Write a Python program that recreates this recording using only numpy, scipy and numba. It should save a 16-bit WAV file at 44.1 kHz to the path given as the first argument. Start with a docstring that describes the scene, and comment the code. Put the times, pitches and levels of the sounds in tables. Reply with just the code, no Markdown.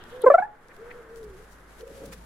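"""Pheasant in a snowy garden.

A close pheasant gives one stuttering, rising call, its overtones shaped by the throat, with soft
closed-beak coos before and after. The house wall and trees answer faintly. Rustles, twig ticks,
a far bird's chips and a low hum lie over distant noise. Gain control ducks after the call and recovers."""
import sys
import numpy as np
from scipy import signal
from scipy.fft import rfft, irfft
from scipy.io import wavfile
from scipy.ndimage import uniform_filter1d
from numba import njit

SR = 44100
rng = np.random.default_rng(int(sys.argv[2]) if len(sys.argv) > 2 else 0)


def master_out(mix):
    """Clip the mix to full scale and print it as 16-bit PCM to the path in sys.argv[1]."""
    frames = np.transpose(np.atleast_2d(mix))
    ceiling = np.clip(frames, -1, 1)
    pcm = np.round(ceiling * 32767).astype(np.int16)
    wavfile.write(sys.argv[1], SR, pcm)


N = 99225
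T = np.arange(N) / SR
BIN_HZ = np.arange(N // 2 + 1) * SR / N
SIDE_SIGN = np.array([[1], [-1]])


def undb(db):
    """Decibels to gain."""
    return 10 ** (np.asarray(db) / 20)


def curve(rows, col=1):
    """One table column, linearly interpolated in time."""
    rows = np.array(rows)
    return np.interp(T, rows[:, 0], rows[:, col])


def at_hz(points, hz):
    """A spectrum read on a log-frequency axis."""
    points = np.array(points)
    return np.interp(np.log(np.maximum(hz, 1)), np.log(points[:, 0]), points[:, 1])


def shaped(gain):
    """Unit-RMS noise shaped by gain(Hz)."""
    y = irfft(rfft(rng.standard_normal(N)) * gain(BIN_HZ + 1), N)
    return y / y.std()


def noise(points):
    """Noise with a spectrum of (Hz, dB) points."""
    return shaped(lambda f: undb(at_hz(points, f)))


def band(hz, width_hz):
    """Noise in one resonance."""
    return shaped(lambda f: 1 / (1 + ((f - hz * hz / f) / width_hz) ** 2))


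def wander(rate_hz):
    """Smooth random drift, unit RMS."""
    return shaped(lambda f: 1 / (1 + (f / rate_hz) ** 4))


def wide(make, side=0.91, pan_db=1.5):
    """Two draws as mid and side; by default wide and slightly left."""
    stereo = (make() + side * make() * SIDE_SIGN) / np.hypot(1, side)
    return stereo * undb(SIDE_SIGN * pan_db / 2)


def ramp(u):
    """Smooth step from 0 to 1."""
    return np.sin(np.pi / 2 * np.clip(u, 0, 1)) ** 2


def swell(peak_s, width_s):
    """Rounded peak with exponential skirts."""
    return np.exp(1 - np.hypot((T - peak_s) / width_s, 1))


def late(x, delay_s):
    """Fractional delay."""
    return np.interp(T - delay_s, T, x, left=0)


# Each row: frequency in Hz, relative density in dB.
AIR_SPECTRUM = [(20, 10.5), (50, -4.5), (90, -3.5), (180, -5), (300, -4.5), (450, -1.5), (700, -8.5),
                (1100, -6.5), (1600, -5.5), (2000, -12.5), (2600, -23.5), (3500, -27.5), (6000, -51.5),
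                (15000, -46.5)]
# Each row: frequency in Hz, side-to-mid ratio.
AIR_SIDE = [(30, .05), (125, .16), (500, .25), (1500, 0.63), (4000, .8)]
# Each row: time in seconds, level in dB.
AIR_LEVEL = [(0, -47.5), (.3, -47.5), (.6, -52.5), (.9, -47), (1.25, -53), (1.65, -52.5), (2.05, -56.5),
             (2.25, -56.5)]


def distant_noise():
    """Dull outdoor noise, wider in the treble."""
    side = irfft(rfft(noise(AIR_SPECTRUM)) * at_hz(AIR_SIDE, BIN_HZ), N)
    return (noise(AIR_SPECTRUM) + side * SIDE_SIGN) * undb(curve(AIR_LEVEL) + 0.28 * wander(14))


# Each row: frequency in Hz, relative level in dB.
HUM_TONES = [(53.8, 1.5), (123, -13), (174, -11.5)]
# Each row: time in seconds, level in dB.
HUM_LEVEL = [(0, -61.5), (.6, -73), (1.2, -59), (1.27, -50.5), (1.45, -58.5), (1.8, -57.5), (2.12, -53),
             (2.25, -51.5)]


def hum():
    """Three low tones wavering in pitch and level."""
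    out = 0
    for hz, db in HUM_TONES:
        phase = 2 * np.pi * np.cumsum(hz * (1 + .025 * wander(7.1))) / SR
        out += undb(db + 2 * wander(24)) * np.sin(phase)
    return np.sqrt(2) * out * undb(curve(HUM_LEVEL))


# Each row: frequency in Hz, relative density in dB.
RUSTLE_SPECTRUM = [(300, 11.5), (1500, 7.5), (3500, 0.5), (5000, -1), (7000, -1.5), (9000, -3.5),
                   (10300, -1.5), (13000, -5.5), (16000, -18.5)]
# Each row: time in seconds, level in dB.
RUSTLE_LEVEL = [(0, -66), (.1, -56), (.2, -61), (.5, -69), (.75, -62), (.93, -60.5), (1.1, -64),
                (1.3, -60.5), (1.38, -57), (1.52, -60.5), (1.66, -62.5), (1.8, -54), (1.85, -60.5),
                (1.97, -53), (2.04, -53), (2.1, -57), (2.15, -55), (2.25, -57.5)]


def rustle():
    """Light noise, grainy from a fast level flicker."""
    flicker_db = 1.5 * wander(900) + 1.4 * wander(30.35)
    return wide(lambda: noise(RUSTLE_SPECTRUM)) * undb(curve(RUSTLE_LEVEL) + flicker_db + 0.5)


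# Each row: peak time in seconds, level in dB.
CHIPS = [(0.018, -55.5), (0.061, -61), (.115, -56.5), (0.164, -58.5)]


def far_bird():
    """Faint high chips: brief swells of band noise."""
    env = sum(undb(db) * swell(peak_s, width_s=.012) for peak_s, db in CHIPS)
    return env * wide(lambda: band(hz=3170, width_hz=930))


# Each row: start in seconds, level in dB.
TICKS = [(0.039, -45.5), (0.6842, -50), (0.7657, -48.5), (1.1594, -48), (1.2305, -50.5), (1.435, -56),
         (1.809, -43.5), (1.878, -44.5)]
# Each row: frequency in Hz, relative density in dB.
TICK_SPECTRUM = [(500, -28), (2500, -1), (4300, 2), (8000, -4.5), (15000, -10.5)]


def ticks(decay_s=0.0015):
    """Twigs and icy snow: sudden bright bursts."""
    env = sum(undb(db) * (T >= at_s) * np.exp(-np.abs(T - at_s) / decay_s) for at_s, db in TICKS)
    return env * wide(lambda: noise(TICK_SPECTRUM))


# One table per coo. 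Each row: time in seconds, pitch in Hz, level in dB.
FIRST_COO = [(.10, 415.6, -63.5), (.125, 477.3, -42.5), (0.159, 511.3, -44), (0.206, 504, -42),
             (0.237, 519, -38.5)]
SECOND_COO = [(0.774, 380, -48), (0.818, 455, -45), (.87, 478.5, -45.5), (0.932, 488, -51.5),
              (0.981, 482.6, -46.5), (1.07, 434.2, -52.5), (1.121, 466, -45.5), (1.212, 449.9, -42.5),
              (1.272, 415.6, -45), (1.352, 366.3, -51), (1.40, 423.8, -51), (1.47, 456, -62.5)]
THIRD_COO = [(1.795, 380, -39), (1.815, 451, -41), (1.842, 503.5, -44.5), (1.859, 526, -50),
             (1.889, 550.7, -48.5), (1.96, 544.5, -52), (2.029, 543, -44), (2.091, 547.4, -54.5),
             (2.16, 499, -56)]


def coos(octave_db=-34.5, husk_db=-0.5):
    """Nearly pure closed-beak tones, each more unsteady and husky than the last."""
    out = 0
    for rows, roughness in ((FIRST_COO, .2), (SECOND_COO, .3), (THIRD_COO, .7)):
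        hz = curve(rows) * (1 + .025 * roughness * wander(51))
        phase = 2 * np.pi * np.cumsum(hz) / SR
        gate = ramp((T - rows[0][0]) / 0.026) * ramp((rows[-1][0] - T) / 0.0075)
        flutter = 1 + roughness / 2 * wander(70)
        tone = np.sin(phase) + undb(octave_db) * np.sin(2 * phase)
        husk = roughness * undb(husk_db) * band(hz=449, width_hz=84)
        out += undb(curve(rows, col=2)) * gate * (flutter * tone + husk)
    return out * np.sqrt(2)


# Each row: peak time in seconds, width in seconds, level in dB, centre in Hz, bandwidth in Hz.
SCUFFS = [(0.22, 0.001, -40, 9920, 3550), (0.224, 0.0066, -50, 3490, 990), (0.335, 0.0015, -36, 1685, 1000),
          (0.375, 0.003, -46, 1700, 885), (0.715, .006, -49.5, 1850, 600), (.913, 0.0047, -42, 1990, 670),
          (1.175, .015, -59, 6900, 12000), (1.241, 0.005, -57.5, 6000, 12000),
          (1.525, 0.013, -59.5, 6440, 9000), (2.06, 0.004, -49, 6000, 14100),
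          (2.133, 0.0067, -45.5, 5790, 14110), (2.131, 0.006, -44, 1410, 2040),
          (2.234, 0.013, -50, 910, 81)]


def scuffs():
    """Short swells of mid and treble noise."""
    return sum(undb(db) * swell(peak_s, width_s) * wide(lambda: band(hz, width_hz))
               for peak_s, width_s, db, hz, width_hz in SCUFFS)


# Each row: start, length and attack in seconds, pitch in Hz, glide in Hz/s, level before the throat
# in dB, relative level of harmonic 2 and of harmonics 3-5 in dB, fade in dB/s.
NOTES = [(0.2346, 0.02, 0.012, 462, -1800, -9, -7, -12.5, 1097),
         (0.2582, 0.033, 0.012, 541.9, -1700, -1.5, 4, -2.5, 195.5),
         (.2995, 0.021, 0.0045, 607.7, -2900, 0.5, 1, 0.5, 594),
         (0.3136, 0.024, 0.0064, 597, -2000, -4, -11, 3, 988.5),
         (0.3372, 0.024, 0.0095, 686.5, -1400, 2, -1, -3.5, 293.5),
         (0.377, .024, 0.01, 724, 1904, -4, 2, 2, 542.5),
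         (0.3976, 0.034, 0.0022, 726, 593, -13.5, -3.5, 0.5, 390.5),
         (0.419, 0.045, 0.0078, 822, 1482.5, -10, 8, -3, 417.5),
         (.448, 0.11, .008, 875, -500, -31, -4.5, -12, 231.5)]
# Each row: frequency in Hz, gain in dB.
THROAT = [(400, 1.5), (700, -0.5), (1030, -11), (1200, -8.5), (1360, -6.5), (1540, -17), (1770, -22.5),
          (2050, -28.5), (2200, -22.5), (2420, -43), (2750, -44.5), (3200, -69), (5000, -69.5)]
# Each row: frequency in Hz, relative density in dB.
RASP_SPECTRUM = [(60, -9), (200, -5), (500, 0), (1500, -3), (2300, -11), (3000, -24), (5000, -26),
                 (7500, -22), (11500, -25), (14000, -42)]


def call(release_s=0.0076, opening=0.3, rasp_db=-33):
    """Climbing notes over rushing air; overtones open with the effort and pass the throat."""
    voice, effort = np.zeros(N), np.zeros(N)
    jitter, shimmer = 1 + .01 * wander(280), 1 + .08 * wander(210)
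    for start_s, length_s, attack_s, pitch_hz, glide_hz_s, db, octave_db, upper_db, fade_db_s in NOTES:
        age_s = np.clip(T - start_s, 0, length_s)
        env = ramp(age_s / attack_s) * ramp((length_s - age_s) / release_s)
        env *= undb(-fade_db_s * np.maximum(age_s - attack_s, 0))
        on = env > 0
        hz = (pitch_hz + glide_hz_s * age_s) * jitter
        phase = 2 * np.pi * np.cumsum(hz * (age_s > 0)) / SR
        for k, colour_db in enumerate([0, octave_db, upper_db, upper_db, upper_db], 1):
            gain = undb(db + colour_db + at_hz(THROAT, k * hz[on]))
            harmonic = -np.cos(k * phase[on] - np.pi / 4 * (k - 1))
            voice[on] += gain * env[on] ** (1 + opening * (k - 1)) * harmonic
        effort += env * undb(db)
    airflow = uniform_filter1d(effort, size=1100)
    rasp = undb(rasp_db) * airflow * wide(lambda: noise(RASP_SPECTRUM), side=0.57, pan_db=0)
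    return voice * shimmer + rasp


# Each row: peak time in seconds, level in dB.
PUFFS = [(.287, -31.5), (.305, -39.5), (.322, -29.5), (.345, -39), (.404, -31.5)]


def puffs(width_s=0.0024):
    """Low puffs of air with the notes."""
    env = sum(undb(db) * np.exp(-((T - peak_s) / width_s) ** 2) for peak_s, db in PUFFS)
    return env * band(hz=257.5, width_hz=750)


PORT_LAG_S = .00006  # the left microphone port hears the bird later
WALL_S, WALL_DB = 0.008, -13.5
FAR_TREES_S, FAR_TREES_DB = .42, -52.5
TAIL_T60_S, TAIL_DB = .33, -28.5


def garden(bird):
    """Direct sound, wall and far-tree echoes, and a thin, dull tail ringing at one pitch."""
    direct = np.array([late(bird[0], PORT_LAG_S), bird[1]])
    wall = np.array([late(direct[0], WALL_S + 0.00065), late(direct[1], WALL_S)])
    trees = np.array([late(channel, FAR_TREES_S) for channel in direct])
    impulse = wide(lambda: band(1100, 1500) + undb(-7) * band(hz=834, width_hz=31), side=0.7, pan_db=0)
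    impulse *= undb(-60 * T / TAIL_T60_S) * ramp(T / 0.023)
    impulse /= np.sqrt(np.sum(impulse ** 2))
    tail = signal.fftconvolve(direct, impulse, axes=1)[:, :N]
    return direct + undb(WALL_DB) * wall + undb(FAR_TREES_DB) * trees + undb(TAIL_DB) * tail


# Each row: peak time in seconds, width in seconds, level in dB, centre in Hz, bandwidth in Hz.
BUMPS = [(1.265, 0.058, -55.5, 122.4, 250), (1.915, 0.0043, -43, 187, 250), (2.03, 0.02, -45, 356, 350),
         (2.09, 0.064, -48.5, 154, 205)]


def bumps():
    """Soft swells of low noise, centred."""
    return sum(undb(db) * swell(peak_s, width_s) * band(hz, width_hz)
               for peak_s, width_s, db, hz, width_hz in BUMPS)


def scene():
    """The pheasant and its echoes over the dry background."""
    background = distant_noise() + hum() + rustle() + far_bird() + ticks() + scuffs() + bumps()
    return background + garden(coos() + call() + puffs())


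@njit
def follow(x, attack_s, release_s):
    """One-pole level follower."""
    out, level = np.empty(len(x)), 0.
    for i in range(len(x)):
        level += (x[i] - level) / (SR * (attack_s if x[i] > level else release_s))
        out[i] = level
    return out


DUCK_KNEE_DB, LOWPASS_HZ = -15.5, 15850


def record(dry):
    """Gain control ducks everything after loud sounds; a steep low-pass cuts the top."""
    level = follow(np.abs(dry).mean(axis=0), attack_s=0.028, release_s=0.16)
    ducked = dry / np.sqrt(1 + level / undb(DUCK_KNEE_DB))
    return signal.sosfilt(signal.ellip(10, .2, 80, LOWPASS_HZ, fs=SR, output="sos"), ducked)


dry = scene()
out = record(dry)
master_out(out)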